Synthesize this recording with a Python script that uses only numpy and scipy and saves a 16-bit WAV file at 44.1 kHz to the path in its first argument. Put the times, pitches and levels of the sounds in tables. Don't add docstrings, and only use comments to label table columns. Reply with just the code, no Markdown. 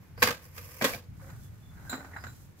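import sys
import numpy as np
from scipy import signal
from scipy.fft import rfft, irfft
from scipy.io import wavfile
from scipy.ndimage import uniform_filter1d

SR = 44100
rng = np.random.default_rng(int(sys.argv[2]) if len(sys.argv) > 2 else 0)


def dump(signal):
    limited = np.clip(np.atleast_2d(signal).T, -1, 1)
    pcm = np.round(limited * 32767).astype(np.int16)
    wavfile.write(sys.argv[1], SR, pcm)


N = 114660
T = np.arange(N) / SR
F = np.maximum(np.fft.rfftfreq(2 * N, 1 / SR), 1)
ATTACK_S = 0.0013
CRACK_HZ = 2690

# nominal f/Hz, relative level/dB, T60/s before the grip damps it
PLATE_MODES = [(229,-6.5,0.089),(466.2,3.5,0.13),(495,0,.13),(1097,-10,0.29),(1202,-13.5,0.23),(1270,-6.5,0.14),(1553,0.5,0.063),(1625,2,0.11),(2113,-2.5,0.1586),(2401,3.5,0.088),(2550,-6,0.16),(4785,0.5,0.044)]


def amp(db):
    return 10 ** (np.asarray(db) / 20)


def unit(x):
    return x / np.sqrt(np.mean(x ** 2))


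def curve(rows):
    return amp(np.interp(T, *np.array(rows).T))


def shape(rows):
    hz, db = np.array(rows).T
    return amp(np.interp(np.log(F), np.log(hz), db))


def resonances(rows):
    lift_db, width_hz = -2.5, 41
    peaks = 0
    for row in rows:
        width = width_hz * max(1, row[0] / 1500)
        peaks = peaks + 1 / (1 + (2 * (F - row[0]) / width) ** 2)
    return 1 + amp(lift_db) * peaks


def colour(x, gain):
    cepstrum = irfft(np.log(gain + 1e-6))
    cepstrum[1:N] *= 2
    cepstrum[N + 1:] = 0
    response = np.exp(rfft(cepstrum))
    return irfft(rfft(x, 2 * N) * response)[..., :N]


def stereo(pair, rows, body=(), width=None):
    # f/Hz, level/dB
    plate_width = [(90,-16.5),(450,-11),(750,-11.5),(1300,0),(2600,-0.5),(5000,2.5),(14000,-1)]
    side_gain = shape(width or plate_width)
    gain = unit(shape(rows) * resonances(body)) / np.sqrt(1 + side_gain ** 2)
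    mid = colour(pair[0], gain)
    side = colour(pair[1], gain * side_gain)
    return np.array([mid + side, mid - side])


def noise():
    return rng.standard_normal((2, N))


def walk(rate):
    k = int(SR / rate)
    steps = np.repeat(rng.standard_normal(N // k + 1), k)[:N]
    return unit(uniform_filter1d(uniform_filter1d(steps, k), k))


def grains():
    grains_per_s, scatter_db, smear_s = 3400, 5, 0.003
    hit = rng.random(N) < grains_per_s / SR
    level_db = scatter_db * np.minimum(rng.exponential(size=N), 4) + walk(45.7)
    size = hit * amp(level_db)
    power = signal.lfilter([1], [1, -np.exp(-1 / (smear_s * SR))], size ** 2)
    return unit(noise() * np.sqrt(power))


def modes(rows, start, chatter_depth=0.5):
    grip_s, grip_db_per_s = 0.058, 219
    detune, phase_spread, chatter_s = 0.0038, 0.63, 0.0044
    out, first, longest = np.zeros((2, N)), int(start * SR), SR // 3
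    t = T[:min(N - first, longest)]
    size = max(int(chatter_s * SR), 1)
    held = amp(-grip_db_per_s * np.maximum(t - grip_s, 0)) * (1 - np.exp(-t / ATTACK_S))
    for hz, db, t60 in rows:
        shift, turn = rng.uniform(-1.07, 1, 2)
        height = min((hz / 1400) ** 2, 1.2)
        lag = np.array([[1], [-1]]) * np.sign(turn) * phase_spread * height
        rough = np.sqrt(size) * uniform_filter1d(rng.standard_normal((2, longest)), size)[:, :len(t)]
        chatter = 1 + chatter_depth * height * rough
        tone = np.sin(2 * np.pi * hz * (1 + detune * shift) * t + lag)
        out[:, first:first + len(t)] += chatter * amp(db - 60 * t / t60) * tone * held
    return out


def contacts(rows, t60, tail_db, spectrum, body):
    thud_hz, rattle_t60_s = 788, 0.26
    clatter_per_s, clatter_db = 240, 2
    low = 1 / np.sqrt(1 + (F / thud_hz) ** 8)
    high = 1 / np.sqrt(1 + (CRACK_HZ / F) ** 8)
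    middle = np.sqrt(np.maximum(1 - low ** 2 - high ** 2, 0))
    clatter = unit(amp(clatter_db * walk(clatter_per_s)))
    out = 0
    for k, band in enumerate([low, middle, high]):
        power = np.zeros(N)
        for row in rows:
            first = int(row[0] * SR)
            t = T[:min(N - first, SR // 3)]
            span = slice(first, first + len(t))
            crack = amp(-60 * t / t60)
            tail = clatter[span] * amp(tail_db - 60 * t / rattle_t60_s)
            onset = 1 - np.exp(-t / ATTACK_S)
            power[span] += (amp(row[k + 1]) * (crack + tail) * onset) ** 2
        out = out + irfft(rfft(noise() * np.sqrt(power), 2 * N) * band)[:, :N]
    return stereo(out, spectrum, body)


def yard():
    # t/s, relative level/dB
    hum_level = [(0,-44.5),(.07,-59),(.12,-47),(.25,-40),(.41,-55),(.53,-51.5),(.62,-47.5),(.77,-54),(.93,-45.5),(1.04,-55),(1.1,-41.5),(1.2,-46.5),(1.4,-44),(1.62,-48),(1.85,-45),(2.03,-51),(2.2,-47.5),(2.45,-48),(2.6,-58.5)]
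    # f/Hz, relative level/dB
    hum_colour = [(20,-1),(35,-15),(55,-1),(85,4.5),(110,3),(165,-1.5),(220,-11.5),(320,-23),(600,-62),(2000,-77)]
    # f/Hz, relative level/dB
    air_colour = [(30,10),(300,8.5),(550,0.5),(1000,-2),(2300,-4.5),(3000,-10),(6000,-16.5),(9000,-25),(16000,-29)]
    # f/Hz, level/dB
    air_width = [(30,8.5),(90,-17.5),(200,-5),(500,-2.5),(5000,0)]
    hum_hz, wander = 89.5, 0.034
    line_db, noise_db, air_db = -9, -1.5, -61.5
    phase = 2 * np.pi * np.cumsum(hum_hz * (1 + wander * walk(14))) / SR
    line = np.sqrt(2) * np.sin(phase)
    hum = amp(noise_db) * stereo(noise(), hum_colour, width=air_width) + amp(line_db) * line
    air = stereo(noise(), air_colour, width=air_width)
    return hum * curve(hum_level) + amp(air_db) * air


def squeaks_and_zings():
    # start t/s, length/s, start f/Hz, end f/Hz, bandwidth/Hz, level/dB
    narrow_bands = [(.165,.07,4850,4900,600,-58),(1.193,0.15,545,539,25.2,-60),(1.377,0.14,3450,3450,25,-75.5),(1.57,.22,3480,3500,39.4,-73),(1.732,0.1,1490,1593,180,-64),(1.84,0.062,1520,1590,90,-53.5),(2.122,0.039,1860,1950,330,-51.5),(2.163,0.1,5040,4900,330,-64.5)]
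    side_gain = 0.55
    out = 0
    for start, length, hz0, hz1, width, db in narrow_bands:
        u = np.clip((T - start) / length, 0, 1)
        drive = noise() + 1j * noise()
        band = signal.sosfilt(signal.butter(2, width / 2, fs=SR, output="sos"), drive)
        carrier = np.exp(2j * np.pi * np.cumsum(hz0 + (hz1 - hz0) * u) / SR)
        mid, side = unit(np.real(band * carrier))
        out = out + amp(db) * np.sin(np.pi * u) * (mid + side_gain * np.array([side, -side]))
    return out


def sliding():
    # t/s, level/dB
    slide_level = [(0,-66),(.16,-72),(.22,-44),(.36,-80),(.42,-55.5),(.52,-60),(.57,-45.5),(.61,-49.5),(.70,-49),(.78,-50),(.88,-38),(.96,-45.5),(1.0,-64),(1.06,-101.5),(2.6,-83)]
    # f/Hz, relative level/dB
    slide_colour = [(150,-42.5),(350,-15),(490,10.5),(700,-12.5),(1150,0),(1350,-10.5),(1600,-3),(2450,-1.5),(2900,-8.5),(4000,-16.5),(5000,-5),(9000,-11),(13000,-2.5),(16000,-8.5)]
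    ring_db = -12.5
    drive = grains() * curve(slide_level)
    response = unit(modes(PLATE_MODES, 0)) / np.sqrt(N)
    ring = signal.fftconvolve(drive[:1], response, axes=1)[:, :N]
    return stereo(drive, slide_colour) + amp(ring_db) * ring


def bearing():
    # nominal f/Hz, relative level/dB, T60/s before the grip damps it
    ring_modes = [(1467,-1.5,0.2),(1524,6.5,0.06),(3960,-3,.26),(4010,-10.5,0.8),(7170,-6,0.04),(7200,-4,0.18),(7320,-5,0.4),(11060,-7.5,0.06),(12355,-13,0.25),(14900,-7,0.25)]
    # t/s, level/dB, added treble level/dB
    clinks = [(1.895,-45,4),(1.927,-52,-6),(1.943,-55,2),(2.164,-53,-10),(2.265,-48,-10)]
    # t/s, then relative body level/dB, knock level/dB, tick level/dB
    bump_rows = [(1.895,-6.5,-16,1.5),(1.928,1.5,1,5),(1.938,-1.5,-19,-3),(1.977,2.5,-10,-8),(2.003,-6,-7,-17),(2.045,-7,-9.5,-5),(1.3,-32,-11,-6),(1.796,-20,-16,-21),(2.132,-32,-17,-15),(2.162,-37,3.5,-24),(2.167,-22,-7,-21),(2.238,-5,0,4),(2.266,-7.5,-27,0)]
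    # f/Hz, relative level/dB
    ring_colour = [(100,-16.5),(260,6),(380,-5.5),(600,-3.5),(780,0.5),(1000,-2),(1500,0),(1950,-4),(2300,-11.5),(3200,-24.5),(4200,-21.5),(5900,-25.5),(7200,-20.5),(9000,-45.5),(16000,-32)]
    # t/s, level/dB
    drag_level = [(0,-69),(1.12,-81),(1.21,-60.5),(1.27,-55),(1.305,-53),(1.37,-67.5),(1.68,-71.5),(1.76,-59),(1.9,-56.5),(1.935,-38.5),(1.99,-50),(2.06,-50),(2.1,-58),(2.18,-52.5),(2.28,-67),(2.38,-68.5),(2.6,-84.5)]
    # t/s, level/dB
    rub_level = [(0,-75),(1.15,-70.5),(1.24,-59),(1.39,-63),(1.44,-58),(1.5,-67),(1.7,-67),(1.9,-59.5),(2.06,-61.5),(2.12,-63),(2.29,-61),(2.42,-60),(2.55,-73),(2.6,-61)]
    # f/Hz, relative level/dB
    rub_colour = [(500,9.5),(2000,-20),(3000,-1.5),(7000,6),(9000,1.5),(13000,5.5),(16000,1)]
    bump_db, bump_t60_s, bump_tail_db = -33.5, 0.031, -11
    stutter_per_s, stutter_db = 110, 2
    chime = 0
    for start, db, treble in clinks:
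        struck = [(hz, level + db + treble * (hz > CRACK_HZ), t60) for hz, level, t60 in ring_modes]
        chime = chime + modes(struck, start, chatter_depth=1.3)
    bumps = amp(bump_db) * contacts(bump_rows, bump_t60_s, bump_tail_db, ring_colour, ring_modes)
    stutter = unit(amp(stutter_db * walk(stutter_per_s)))
    drag = stereo(grains() * stutter * curve(drag_level), ring_colour, ring_modes[:4])
    rub = stereo(unit(noise() + grains()) * curve(rub_level), rub_colour)
    return chime + bumps + drag + rub


def gears():
    # t/s, then relative thud level/dB, clank level/dB, crack level/dB, plate ring level/dB
    blows = [(0.177,-20.5,-26,-46,-51),(0.221,-0.5,-2.5,-1,-15.5),(0.2266,-15,2,5.5,-2.5),(0.2341,1,-21,3.5,-11.5),(.273,-20,-5.5,-4.5,-2.5),(0.2846,-3.5,-8,-5.5,-25),
             (0.305,-8.5,-24,-12,-23),(.578,-29,-23.5,-20,-22.5),(0.8118,-5,-14,-17,-17),(0.8208,1.5,-11.5,-3.5,-6),(.842,2.5,-3.5,1,-30),(0.846,-0.5,-10,1,-17),(0.851,-7,-8,-8,-27),
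             (.903,-12,-23,-18,-35),(0.934,-13.5,-26,-17.5,-21),(.943,-13,-25,-15,-36)]
    # f/Hz, relative level/dB
    pile = [(60,-26.5),(130,-8.5),(230,-4.5),(330,-6),(410,-12),(490,-0.5),(700,-6.5),(1100,-0.5),(1380,-2.5),(1600,2),(2200,-4.5),(2900,-8),(4700,-11),(6700,-13.5),(9300,-20),(13000,-14.5),(16000,-21)]
    # t/s, level/dB
    small_modes = [(697,-0.5,0.1),(1910,2,0.063),(2286,7.5,0.045),(2395,1,0.057)]
    small_knocks = [(.8115,-32),(.934,-37)]
    heavy_modes = [(897,-3,0.055),(1030,1.5,0.038),(1265,-7,0.097),(1613,5.5,.06),(1707,1,0.032),(2138,-1,.06),(4740,-14,.2)]
    heavy_knocks = [(0.2254,-18),(0.284,-39.5)]
    flat_modes = [(265.4,-7,0.13),(463,-0.5,0.08),(521.4,1,0.061),(1073,-6,0.077),(1920,-10,.16),(3330,-6.5,0.073)]
    flat_knocks = [(.8215,-31.5),(0.8449,-19.5)]
    # t/s, level/dB
    snaps = [(0.2279,-4),(0.2293,-5.5),(0.851,-17)]
    blow_db, crack_t60_s, rattle_db = -15.5, 0.032, -11
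    plate_db, snap_s = -31, 0.00022
    ring = sum(amp(row[4] + plate_db) * modes(PLATE_MODES, row[0]) for row in blows)
    knocking = [(small_modes, small_knocks), (heavy_modes, heavy_knocks), (flat_modes, flat_knocks)]
    for gear_modes, knocks in knocking:
        ring = ring + sum(amp(db) * modes(gear_modes, start) for start, db in knocks)
    snap = sum(amp(db) * (T >= start) * np.exp(-abs(T - start) / snap_s) for start, db in snaps)
    impacts = amp(blow_db) * contacts(blows, crack_t60_s, rattle_db, pile, PLATE_MODES)
    return impacts + ring + stereo(np.sign(noise()) * snap, pile)


def scene():
    right_db, shadow_hz = 2.5, 800
    work = gears() + sliding() + bearing() + squeaks_and_zings()
    tilt = F ** 2 / (F ** 2 + shadow_hz ** 2)
    shadow = amp(np.array([[-1], [1]]) * right_db / 2 * tilt)
    return irfft(rfft(work, 2 * N) * shadow)[:, :N] + yard()


def record(dry):
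    peak_limit, top_hz = .9, 15700
    rounded = peak_limit * np.tanh(dry / peak_limit)
    return signal.sosfilt(signal.ellip(10, .2, 70, top_hz, fs=SR, output="sos"), rounded)


dry = scene()
out = record(dry)
dump(out)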